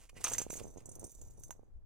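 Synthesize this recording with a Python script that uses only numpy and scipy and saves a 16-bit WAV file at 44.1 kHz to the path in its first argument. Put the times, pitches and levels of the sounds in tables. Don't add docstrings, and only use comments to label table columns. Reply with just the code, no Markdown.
import sys
import numpy as np
from scipy import signal
from scipy.fft import rfft, irfft
from scipy.io import wavfile
from scipy.ndimage import uniform_filter1d

SR = 44100
rng = np.random.default_rng(int(sys.argv[2]) if len(sys.argv) > 2 else 0)


def inscribe(sig):
    pcm = np.round(np.clip(np.atleast_2d(sig).T, -1, 1) * 32767)
    wavfile.write(sys.argv[1], SR, pcm.astype(np.int16))


N = 81585
RING_N = 8192
SWAT_ENDS_S, ROLL_ENDS_S = 0.48, 1.64


# pitch_hz, level_db
LOW_MODES = [(5650, -13), (5980, -1), (6215, 0), (6330, -7), (6570, -1), (6770, -5)]
MIDDLE_MODES = [(7240, 0), (7460, -2), (7690, -3), (7900, -5), (8630, 0), (9180, -7)]
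HIGH_MODES = [(9900, 0), (10350, -2), (10780, -1), (11300, -3), (13200, -3), (13850, -5), (15100, -3)]
GROUP_EDGES_HZ, GROUP_T60_S = (5500, 7000, 9500, 15800), (0.066, 0.043, 0.037)
LEAD_DB, MODE_SCATTER_DB, MIC_SPREAD_TURNS = 14, 4.5, 0.085

def ring(group, tuning, lead_hz):
    modes_hz, modes_db = np.array((LOW_MODES, MIDDLE_MODES, HIGH_MODES)[group]).T
    lo_hz, hi_hz = GROUP_EDGES_HZ[group:group + 2]
    apart = abs(modes_hz * tuning - lead_hz)
    modes_db = modes_db + LEAD_DB * (apart == apart.min()) * (lo_hz < lead_hz < hi_hz)
    t, tones = seconds(RING_N), 0
    for hz, db in zip(modes_hz, modes_db):
        strength, detune, phase, spread = rng.standard_normal(4)
        mic_phase = phase + MIC_SPREAD_TURNS * np.array([[spread], [0]])
        turns = hz * tuning * (1 + 0.0027 * detune) * t + mic_phase
        tones += undb(db + MODE_SCATTER_DB * strength) * np.sin(2 * np.pi * turns)
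    tones = onset_unit(tones * fade(GROUP_T60_S[group]))
    clash = band(rng.standard_normal((2, RING_N)) * fade(t60_s=0.03), lo_hz, hi_hz, order=3)
    attack = 1 - np.exp(-t / 0.00018)
    return onset_unit(attack * (tones + undb(-10) * onset_unit(clash)))


# start_s, low_modes_db, middle_relative_db, high_relative_db, lead_hz
STRIKES = [(0.242, -28, -5.5, -16, 6280), (0.28, -41.5, 0.5, -12, 6040), (0.3182, -47.5, 9.5, -18, 7540),
           (.335, -32.5, -3.5, -16, 7340), (0.3825, -31, -3.5, -28, 6050), (0.416, -40, -0.5, -15, 7540),
           (0.499, -58, 11.5, -9, 7250), (0.5031, -46, 0.5, -8, 5980), (0.5705, -47.5, -3, -26, 6570),
           (0.634, -52, -8.5, -30, 6380), (.678, -58.5, -23, -19, 6215), (0.775, -55.5, -12, -23, 6570),
           (0.8569, -54, 5, -2, 7900), (0.8916, -57, 7.5, -1, 8630), (0.916, -55, 1, -8, 8630),
           (0.9538, -54, -1, 0, 8630), (0.9948, -56, 6.5, 0.5, 8630), (1.012, -58, -3, -2, 6215),
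           (1.041, -51.5, 5, -11, 8630), (1.067, -58, 3.5, -3, 9180), (1.117, -61, 4, 3.5, 7255),
           (1.2142, -56, 4, -4.5, 7255), (1.3974, -76.5, 12.5, 18.5, 10780), (1.4355, -51, -3, -1, 6380),
           (1.5067, -47, -1, -5, 6570)]
# frequency_hz, level_db
TICK_SPECTRUM = [(300, -18.5), (1000, 8), (2600, 0.5), (4500, 1.5), (6000, -8.5), (12000, 12.5),
                 (16000, -25.5)]

def bell():
    out = np.zeros((2, N))
    usual_db = np.mean([row[1] for row in STRIKES])
    for at, db, middle_db, high_db, lead_hz in STRIKES:
        tuning = 1.014 if at < SWAT_ENDS_S else 1
        tone = sum(g * ring(k, tuning, lead_hz) for k, g in enumerate(undb([0, middle_db, high_db])))
        tick = onset_unit(noise(TICK_SPECTRUM, RING_N) * fade(t60_s=0.014))
        tick_db = -13 + 0.25 * (db - usual_db)
        add(out, at, undb(db) * (tone + undb(tick_db) * tick))
    return out


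# time_s, level_db
SKITTER_LEVELS = [(0, -75), (.19, -77), (.26, -46.5), (.42, -49.5), (.47, -104), (.52, -43.5), (.6, -59),
                  (.7, -61), (.84, -81.5), (.93, -55), (.985, -84), (1.03, -54), (1.1, -63), (1.24, -60),
                  (1.35, -72), (1.46, -66.5), (1.55, -74.5), (1.85, -110)]
SKITTER_PER_S, TURN_S, TURN_DB = 530, 0.075, 7
CAGE_HZ = [3620, 3820, 4480, 4950]

def skitter():
    out, spots = 0, LOW_MODES[1:] + MIDDLE_MODES
    for lead_hz, _ in spots:
        turning = unit(band(rng.standard_normal(N), 0.12 / TURN_S, 0.5 / TURN_S))
        hits = taps(SKITTER_PER_S / len(spots), scatter_db=4) * undb(TURN_DB * turning)
        force = unit(hits) * curve(SKITTER_LEVELS)
        tone = sum(g * ring(k, 1, lead_hz) for k, g in enumerate(undb([0, -1, -2.5])))
        tone += undb(-18) * resonance(CAGE_HZ, t60_s=0.062)
        out += signal.fftconvolve(force[None], tone / np.linalg.norm(tone[1]))[:, :N]
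    return out / np.sqrt(len(spots))


# start_s, level_db, pitch_hz, t60_s
KNOCKS = [(0.242, -48.5, 1110, 0.0039), (0.2479, -37.5, 1230, 0.01), (0.2646, -38, 2623, 0.05),
          (0.2701, -41, 1470, 0.0063), (0.281, -43, 1065, .01), (0.3162, -44, 520, 0.03),
          (0.3206, -44, 794, 0.0078), (0.349, -45, 1960, 0.018), (0.382, -47.5, 2580, 0.0029),
          (0.5053, -48, 1510, 0.0078), (0.54, -53, 2110, 0.0094), (1.5074, -46.5, 1010, 0.0081),
          (1.5269, -65, 950, .012)]
HOLLOW_HZ = [476, 710, 918, 1334, 2580, 2460]

def knocks():
    out, t = np.zeros(N), seconds(RING_N)
    for at, db, hz, t60_s in KNOCKS:
        crack = rng.standard_normal(RING_N) * fade(t60_s)
        snap = undb(1.5) * np.linalg.norm(crack) * (t == 0)
        body = band(snap + crack, hz / 1.53, hz * 2.02)
        shell = np.sin(2 * np.pi * hz * t) * fade(t60_s)
        parts = ((0, body), (-12, crack), (-1, shell))
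        clack = sum(undb(part_db) * onset_unit(part, count=130) for part_db, part in parts)
        hollow = undb(-9) * resonance(HOLLOW_HZ, t60_s=0.032)
        add(out, at, undb(db) * (clack + (at < SWAT_ENDS_S) * hollow))
    return out


# start_s, relative_level_db
BUMPS = [(0.1311, -61), (0.206, -53.5), (0.3928, -50), (0.404, -43), (0.4171, -41.5), (0.4663, -42),
         (0.5023, -41.5), (0.5306, -43), (0.556, -47), (0.597, -52.5), (0.606, -46), (0.6145, -44.5),
         (.6231, -51), (0.6445, -46.5), (0.6543, -46), (0.6686, -50), (0.6844, -57.5), (0.7613, -49),
         (0.7722, -47), (0.7829, -49.5), (0.889, -50.5), (0.9781, -62), (1.022, -51.5), (1.031, -47),
         (1.04, -50.5), (1.048, -51), (1.055, -63), (1.2215, -56), (1.495, -54), (1.5945, -55),
         (1.6333, -58.5)]
PATTER_PER_S, CONTACT_S, CARD_HZ = 56, 0.00033, 458

def bumps():
    patter = taps(PATTER_PER_S, scatter_db=2.9) * (seconds() < ROLL_ENDS_S)
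    blows = undb(-1.5) * curve(ROLL_LEVELS) * patter
    for at, db in BUMPS:
        add(blows, at, undb([db]))
    t = seconds(201)
    contact = np.exp(-((t - t.mean()) / CONTACT_S) ** 2 / 2)
    push = undb(13.5) * signal.fftconvolve(blows, contact, "same")
    card = np.cos(2 * np.pi * CARD_HZ * seconds(RING_N)) * fade(t60_s=0.016)
    card_ring = signal.fftconvolve(push, card)[:N] * 2 * np.pi * CARD_HZ / SR
    thud = band(push + 0.13 * card_ring, 61.4, 8000, order=1)
    return np.array([-undb(-12) * delay(thud, lag_s=0.00048), thud])


# centre_s, half_length_s, level_db
CARD_RUBS = [(0.031, 0.026, -60), (0.214, 0.0076, -49.5), (.265, 0.016, -39.5), (0.329, 0.028, -48.5),
             (0.415, 0.018, -47), (0.557, 0.061, -59.5), (0.595, 0.0099, -52), (0.795, 0.017, -64),
             (1.1, 0.23, -78.5)]
# frequency_hz, level_db
RUB_SPECTRUM = [(200, -10), (700, -2), (1400, -3.5), (1850, -4.5), (2500, 0), (3900, -8.5), (8300, 0),
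                (11000, -6.5), (16000, -10)]
GRAIN_DB = 4.5

def card_rubs():
    roughness = unit(uniform_filter1d(rng.standard_normal(N), size=70))
    grain = unit(undb(GRAIN_DB * roughness))
    return swells(CARD_RUBS) * grain * noise(RUB_SPECTRUM)


# centre_s, half_length_s, level_db
RASPS = [(.0975, .003, -53.5), (.177, 0.011, -55)]
PLEAT_HZ, SLIPS_PER_S = [1990, 2140, 2460, 2943], 900

def rasps():
    slips = taps(SLIPS_PER_S, GRAIN_DB)
    pleat = unit(signal.fftconvolve(slips, resonance(PLEAT_HZ, t60_s=0.025))[:N])
    return swells(RASPS) * (pleat + noise(RUB_SPECTRUM))


# time_s, level_db
ROLL_LEVELS = [(0, -66.5), (.11, -76), (.16, -56), (.25, -63), (.34, -52), (.45, -63), (.64, -52.5),
               (.71, -59.5), (.98, -57.5), (1.05, -53.5), (1.1, -69), (1.24, -62.5), (1.5, -63.5),
               (1.85, -71)]
HANDLING_LEVELS = [(0, -62), (.3, -54), (.7, -57), (1.14, -60), (1.229, -48.5), (1.319, -54), (1.701, -61),
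                   (1.761, -46), (1.85, -60)]
# frequency_hz, level_db
ROLL_SPECTRUM = [(50, -15.5), (112, 4), (160, -10), (550, -16.5), (1200, -29), (2800, -43.5),
                 (16000, -51.5)]
HANDLING_SPECTRUM = [(35, 0), (60, -5), (1000, -100)]

def rumble(spectrum, levels, opposed=0.17):
    right = noise(spectrum)
    left = np.sqrt(1 - opposed ** 2) * noise(spectrum) - opposed * right
    return curve(levels) * np.array([undb(0.5) * left, right])


def room(x):
    out = 0
    for db, t60_s, build_s in ((-11, 0.035, 0.002), (-18.5, 0.17, 0.012)):
        build = 1 - np.exp(-seconds(RING_N) / build_s)
        echo = rng.standard_normal(RING_N) * fade(t60_s) * build
        out += undb(db) * signal.fftconvolve(x, echo / np.linalg.norm(echo))[:N]
    return out


def undb(db):
    return 10 ** (np.asarray(db) / 20)


def unit(x):
    return x / np.sqrt(np.mean(x ** 2) + 1e-30)


def onset_unit(x, count=350):
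    return x / np.sqrt(np.mean(x[..., :count] ** 2))


def seconds(count=N):
    return np.arange(count) / SR


def fade(t60_s):
    return np.exp(-np.log(1000) * seconds(RING_N) / t60_s)


def curve(rows):
    return undb(np.interp(seconds(), *np.array(rows).T))


def swells(rows):
    return sum(undb(db) * np.exp(-((seconds() - at) / half) ** 2 / 2) for at, half, db in rows)


def noise(spectrum, count=N):
    hz, db = np.array(spectrum).T
    bins_hz = np.maximum(np.fft.rfftfreq(count, 1 / SR), 1)
    gain = undb(np.interp(np.log(bins_hz), np.log(hz), db))
    return unit(irfft(rfft(rng.standard_normal(count)) * gain, count))


def taps(per_s, scatter_db):
    return (rng.random(N) < per_s / SR) * undb(scatter_db * np.clip(rng.standard_normal(N), -2, 2))


def resonance(modes_hz, t60_s):
    tones = sum(np.sin(2 * np.pi * (hz * seconds(RING_N) + rng.random())) for hz in modes_hz)
    return onset_unit(tones * fade(t60_s))


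def band(x, lo_hz, hi_hz, order=2):
    return signal.sosfilt(signal.butter(order, [lo_hz, hi_hz], "band", fs=SR, output="sos"), x)


def delay(x, lag_s):
    return irfft(rfft(x) * np.exp(-2j * np.pi * np.fft.rfftfreq(N, 1 / SR) * lag_s), N)


def add(out, at_s, x):
    start = int(at_s * SR)
    out[..., start:start + x.shape[-1]] += x[..., :N - start]


def scene():
    left, right = bell() + skitter() + knocks() + card_rubs() + rasps()
    treble = band(left, 13000, 14000, order=1)
    left = delay(undb(-4.5) * left + undb(-8) * treble, lag_s=0.000035)
    airborne = np.array([left + room(left), right + room(right)])
    rolling = rumble(ROLL_SPECTRUM, ROLL_LEVELS)
    handling = rumble(HANDLING_SPECTRUM, HANDLING_LEVELS)
    thuds = bumps()
    hiss = undb(-101.5) * rng.standard_normal((2, N))
    return airborne + thuds + rolling + handling + hiss


def record(dry):
    return signal.sosfilt(signal.ellip(10, 0.2, 80, 15900, fs=SR, output="sos"), dry)


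dry = scene()
out = record(dry)
inscribe(out)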